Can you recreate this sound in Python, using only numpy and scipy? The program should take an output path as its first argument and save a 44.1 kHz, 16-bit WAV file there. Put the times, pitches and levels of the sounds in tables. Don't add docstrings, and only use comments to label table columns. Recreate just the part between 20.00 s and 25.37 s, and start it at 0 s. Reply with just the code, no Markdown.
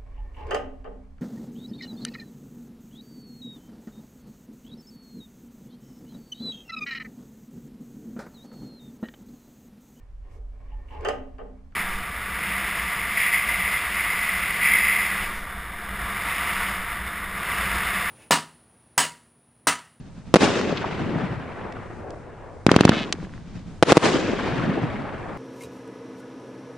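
import sys
import numpy as np
from scipy import signal
from scipy.fft import rfft, irfft, next_fast_len
from scipy.io import wavfile
from scipy.ndimage import uniform_filter1d

SR = 44100
rng = np.random.default_rng(int(sys.argv[2]) if len(sys.argv) > 2 else 0)


def materialize(psi):
    bounded = np.clip(np.atleast_2d(psi).T, -1, 1)
    quanta = np.round(bounded * 32767).astype(np.int16)
    wavfile.write(sys.argv[1], SR, quanta)


N = 237017
TIME = np.arange(N) / SR
HZ = np.fft.rfftfreq(N, 1 / SR)

# t/s, N-wave level/dB, overpressure/ms, ground echo delay/s,
# ground echo level/dB, level sent to the surroundings/dB
BURST_ROWS = [(0.3407, 22.5, 0.68, 0.0059, -2.5, -0.5), (0.3582, 23.5, 0.74, 0.0099, -5, -2.5),
              (0.362, 21, 0.76, 0.00146, -0.5, -4.5), (3.8263, 21.5, 0.54, 0.00606, -1.5, -0.5),
              (3.9211, 19.5, .58, .0057, -2.5, -1), (3.9703, 23.5, 0.75, 0.0063, -1.5, 1.5)]
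# t/s, N-wave level/dB, overpressure/ms, level sent to the walls/dB
LAUNCH_ROWS = [(2.6657, 9, 1.03, 1.5), (2.7158, 8, 0.74, -2), (2.7632, 12, 1.06, -2.5),
               (2.8087, 10, 0.88, -5.5), (2.852, 12, 1.18, -2), (2.8929, 9.5, 1.2, -3.5)]


def bursts():
    return thin(bangs(BURST_ROWS, softness=0.66, splinter_db=-7, splinter_s=0.0043), low_hz=101)


def bangs(rows, softness, splinter_db, splinter_s):
    out = np.zeros((2, N))
    for s, db, ms, delay, ground_db, *_ in rows:
        wave = amp(db) * shock(ms, softness)
        add(out, s, nearby(wave, splinter_db, splinter_s))
        add(out, s + delay, nearby(amp(ground_db) * wave, splinter_db, splinter_s))
    return out


def shock(ms, softness, front_ms=0.037):
    t_ms = 1000 * np.arange(1024) / SR
    u = t_ms / ms
    front = 1 - np.exp(-t_ms / front_ms)
    rear = (1 - np.tanh((u - 2) / softness)) / 2
    return (1 - u) * rear * front


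def nearby(wave, db, decay_s, hz=4200, width_hz=8000):
    t = np.arange(400) / SR
    taps = rng.standard_normal((2, len(t))) * np.exp(-t / decay_s)
    taps = resonate_twice(taps, hz, width_hz)
    taps /= np.linalg.norm(taps, axis=1, keepdims=True)
    splinters = signal.fftconvolve(wave[None], taps, axes=1)[:, :len(wave)]
    return wave + amp(db) * splinters


def launches():
    # delay/s, level/dB, resonance centre f/Hz, resonance width/Hz
    walls = [(0.0183, -8.5, 260, 402), (0.0266, 0.5, 1490, 980), (0.073, -21, 220, 400),
             (.118, -20.5, 250, 450), (.249, -26, 301.4, 400), (.3765, -29, 400, 998),
             (0.4856, -27, 1680, 1110)]
    direct, out = np.zeros(N), np.zeros((2, N))
    for s, db, ms, sent_db in LAUNCH_ROWS:
        wave = amp(db) * shock(ms, softness=1.01)
        add(direct, s, wave)
        add(out, s, nearby(wave, db=-2.0, decay_s=0.0033))
        for delay, wall_db, hz, width_hz in walls:
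            slap = amp(wall_db + sent_db) * resonate_twice(wave, hz, width_hz)
            add(out, s + delay, nearby(slap, db=-10.5, decay_s=0.0038))
    return thin(out + fence(direct), low_hz=103, top_hz=8900)


def fence(x, db=-16, growth=2.9, fade_s=0.028):
    first_hz, last_hz, end_s = 492, 415, .162
    jitter_s = .000025
    t = np.arange(int(end_s * SR)) / SR
    passed = np.floor(np.cumsum(np.linspace(first_hz, last_hz, len(t))) / SR)
    delays = t[np.diff(passed, prepend=0) > 0]
    taps = np.zeros((2, SR // 4))
    for delay, (shift, size, left, right) in zip(delays, rng.standard_normal((len(delays), 4))):
        envelope = (delay / end_s) ** growth * min((end_s - delay) / fade_s, 1)
        strength = envelope * (1 + 0.64 * size + 0.27 * np.array([[left], [right]]))
        add(taps, delay + jitter_s * shift, strength)
    echo = signal.oaconvolve(x[None], taps, axes=1)[:, :N]
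    treble = resonate(echo, 2900, 1230) + 0.89 * resonate(echo, 3560, 1000)
    return amp(db) * resonate(treble, 3000, 7800)


def snaps():
    # t/s, N-wave level/dB, overpressure/ms, ground echo delay/s, ground echo level/dB
    snap_rows = [(.6132, -8.5, 0.24, .003, -13), (1.7235, -21.5, 0.19, 0.0026, -1),
                 (2.106, -21, 0.052, 0.00067, -8), (3.1255, 4, 0.064, 0.00263, -2),
                 (3.592, -33, 0.081, .003, 0)]
    sharp = bangs(snap_rows, softness=0.59, splinter_db=-10, splinter_s=0.0025)
    return thin(sharp, low_hz=600, top_hz=7350)


def echoes(tree_line_db=6, patchy_db=2.5):
    # f/Hz, near trees relative level/dB, near t60/s,
    # far terrain relative level/dB, far t60/s, launch echo relative level/dB
    octaves = [(45, -29, 1.5, -27, 12, -24), (94, -8, 0.87, -12.5, 8.9, -14),
               (174, -2.5, 1.72, -7, 4.45, -3.5), (412, -0.5, 1.3, -12, 5.68, -10),
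               (767, -5, 0.83, -15.5, 5.56, -14.5), (1686, -11.5, 1.07, -18, 4.53, -19.5),
               (3175, -16, 1.01, -21.5, 2.7, -29), (6960, -24.5, 0.94, -35.5, 2.06, -39.5),
               (11000, -33, 0.36, -62, 4.7, -60)]
    tree_line_s, tree_spread_s = .072, .026
    far_rise_s, launch_t60 = 0.48, 0.67
    noise = unit(irfft(scatter(grain_db=1.8), N))
    hz, t, field = signal.stft(noise, SR, nperseg=1024, noverlap=768)
    near_db, near_t60, far_db, far_t60, launch_db = (read(octaves, hz, axis=k)[:, None] for k in range(1, 6))
    power = np.zeros(field.shape)
    for s, *_, sent_db in BURST_ROWS:
        age = np.maximum(t - s, 0)
        front_row = amp(tree_line_db * np.exp(-((age - tree_line_s) / tree_spread_s) ** 2))
        near = amp(near_db) * front_row * dying(age, near_t60, rise_s=0.022)
        far = amp(far_db) * dying(age, far_t60, far_rise_s)
        power += amp(sent_db) ** 2 * (near ** 2 + far ** 2)
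    for s, *_ in LAUNCH_ROWS:
        age = np.maximum(t - s, 0)
        power += (amp(launch_db) * dying(age, launch_t60, rise_s=0.0063)) ** 2
    patches = uniform_filter1d(rng.standard_normal(field.shape), size=7, axis=0)
    patches = unit(uniform_filter1d(patches, size=6, axis=1))
    shaped = field * np.sqrt(power) * amp(patchy_db * patches)
    roll = signal.istft(shaped, nperseg=1024, noverlap=768)[1]
    return roll[:, :N] * flutter(depth_db=1.41, size=900)


def dying(age, t60, rise_s):
    return (1 - np.exp(-(age / rise_s) ** 2)) * np.exp(-np.log(1000) * age / t60)


def returns(hill_octaves=0.67, thud_octaves=0.53, count=3):
    # delay/s, level/dB, centre f/Hz, spread/s
    hillsides = [(.32, -30, 306, 0.036), (.66, -35.5, 125, .055), (.76, -31, 225, 0.077),
                 (1, -35.5, 136, .06), (1.35, -43, 750, .03), (1.73, -40.5, 460, 0.069),
                 (2.15, -47, 520, .085), (2.05, -62, 1600, .12)]
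    # t/s, level/dB, centre f/Hz, spread/s
    thuds = [(0.7276, -17, 328, 0.0025), (0.778, -29, 2750, 0.0052), (0.847, -22.5, 750, 0.0039),
             (1.169, -23, 172, 0.0075), (1.24, -22.5, 174, 0.014), (4.334, -20, 321, 0.0043),
             (4.69, -23, 227, 0.017), (4.778, -23, 405, 0.008), (4.845, -24, 164, .015),
             (5.265, -31.5, 740, 0.0025)]
    small_delays = (.25, 1.4)
    small_bands = (280, 2200)
    small_db, small_fade_db_per_s, small_spread_s = -29, 12.5, .004
    out = np.zeros((2, N))
    for s, *_, sent_db in BURST_ROWS:
        field = irfft(scatter(grain_db=3.5), N)
        for delay, db, hz, spread_s in hillsides:
            add(out, *swell(field, s + delay, db + sent_db, hz, spread_s, hill_octaves))
        for distance, colour in rng.random((count, 2)):
            delay = np.interp(distance, [0, 1], small_delays)
            hz = np.exp(np.interp(colour, [0, 1], np.log(small_bands)))
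            db = small_db + sent_db - small_fade_db_per_s * delay
            add(out, *swell(field, s + delay, db, hz, small_spread_s, thud_octaves))
    field = irfft(scatter(grain_db=4.0), N)
    for row in thuds:
        add(out, *swell(field, *row, thud_octaves))
    return out


def swell(field, s, db, hz, spread_s, octaves):
    half = next_fast_len(int(4 * spread_s * SR))
    offsets = np.arange(-half, half)
    piece = field.take(round(s * SR) + offsets, axis=1, mode="wrap")
    piece_hz = np.fft.rfftfreq(2 * half, 1 / SR)
    band = np.exp(-(np.log2((piece_hz + 1) / hz) / octaves) ** 2 / 2)
    window = np.exp(-(offsets / SR / spread_s) ** 2 / 2)
    sound = unit(window * irfft(rfft(piece) * band))
    return s - half / SR, amp(db) * sound * np.sqrt(np.mean(window ** 2))


def scatter(grain_db=0):
    # f/Hz, coherence
    likeness = [(40, 0.67), (120, 0.76), (500, 0.75), (1500, 0.8), (3500, 0.77), (7000, 0.2)]
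    sizes = amp(grain_db * np.minimum(rng.exponential(1, N // 16 + 1), 3.5)).repeat(16)[:N]
    common, apart = rfft(rng.standard_normal((2, N)) * sizes)
    same = np.clip(read(likeness), 0, 1)
    return common * np.sqrt(1 + same) + np.array([[1], [-1]]) * apart * np.sqrt(1 - same)


def climbing():
    # lift-off t/s, end of climb t/s, level/dB
    climbs = [(-.6, .34, -43), (2.67, 3.785, -39.5)]
    rise_s, release_s = .35, 0.01
    level = np.zeros(N)
    for start, end, db in climbs:
        build = np.clip((TIME - start) / rise_s, 0, 1)
        level += amp(db) * build * np.exp(-np.maximum(TIME - end, 0) / release_s)
    return level


def air(night_db=-45):
    # f/Hz, relative level/dB
    night_colour = [(20, -3.5), (42, 6), (62, -5.5), (90, 7), (140, -2), (300, -12), (600, -15),
                    (1500, -24), (3000, -33.5), (6000, -34), (9000, -38), (11000, -47)]
    # f/Hz, relative level/dB
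    rush_colour = [(40, -3), (100, -2), (170, 5), (260, -4.5), (400, -16.5), (900, -22.5), (2000, -27),
                   (4000, -32), (7000, -38), (11000, -56)]
    night = unit(irfft(scatter() * amp(read(night_colour)), N)) * flutter(depth_db=2.0, size=5000)
    rush = unit(irfft(scatter(grain_db=1) * amp(read(rush_colour)), N)) * flutter(depth_db=2.5, size=1500)
    return amp(night_db) * night + climbing() * rush


def flutter(depth_db, size):
    wander = uniform_filter1d(uniform_filter1d(rng.standard_normal(N), size), size)
    return amp(depth_db * unit(wander))


def amp(db):
    return 10 ** (np.asarray(db) / 20)


def unit(x):
    return x / np.sqrt(np.mean(x ** 2) + 1e-20)


def read(points, at_hz=HZ, axis=1):
    columns = np.transpose(points)
    return np.interp(np.log(at_hz + 1), np.log(columns[0] + 1), columns[axis])


def add(mix, s, sound):
    part = mix[..., max(round(s * SR), 0):][..., :sound.shape[-1]]
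    part += sound[..., :part.shape[-1]]


def resonate(x, hz, width_hz):
    return signal.lfilter(*signal.iirpeak(hz, hz / width_hz, fs=SR), x)


def resonate_twice(x, hz, width_hz):
    return resonate(resonate(x, hz, width_hz), hz, width_hz)


def thin(x, low_hz, top_hz=9000):
    band = [low_hz, min(top_hz, SR / 2 - 1)]
    return signal.sosfilt(signal.butter(2, band, "bandpass", fs=SR, output="sos"), x)


def scene():
    surroundings = (echoes() + returns()) * amp([[.7], [-.7]])
    return bursts() + launches() + snaps() + surroundings + air()


def record(dry, threshold_db=-.5, recover_db_per_s=260, attack_s=0.0033):
    over_db = np.maximum(20 * np.log10(abs(dry).max(0) + 1e-9) - threshold_db, 0)
    fall = TIME * recover_db_per_s
    held_db = np.maximum.accumulate(over_db + fall) - fall
    r = np.exp(-1 / (SR * attack_s))
    ducked = dry * amp(-signal.lfilter([1 - r], [1, -r], held_db))
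    clipped = ducked / (1 + ducked ** 6) ** (1 / 6)
    lowpass = signal.firwin(201, 11100, window=("kaiser", 7), fs=SR)
    return signal.oaconvolve(clipped, lowpass[None], "same")


dry = scene()
out = record(dry)
materialize(out)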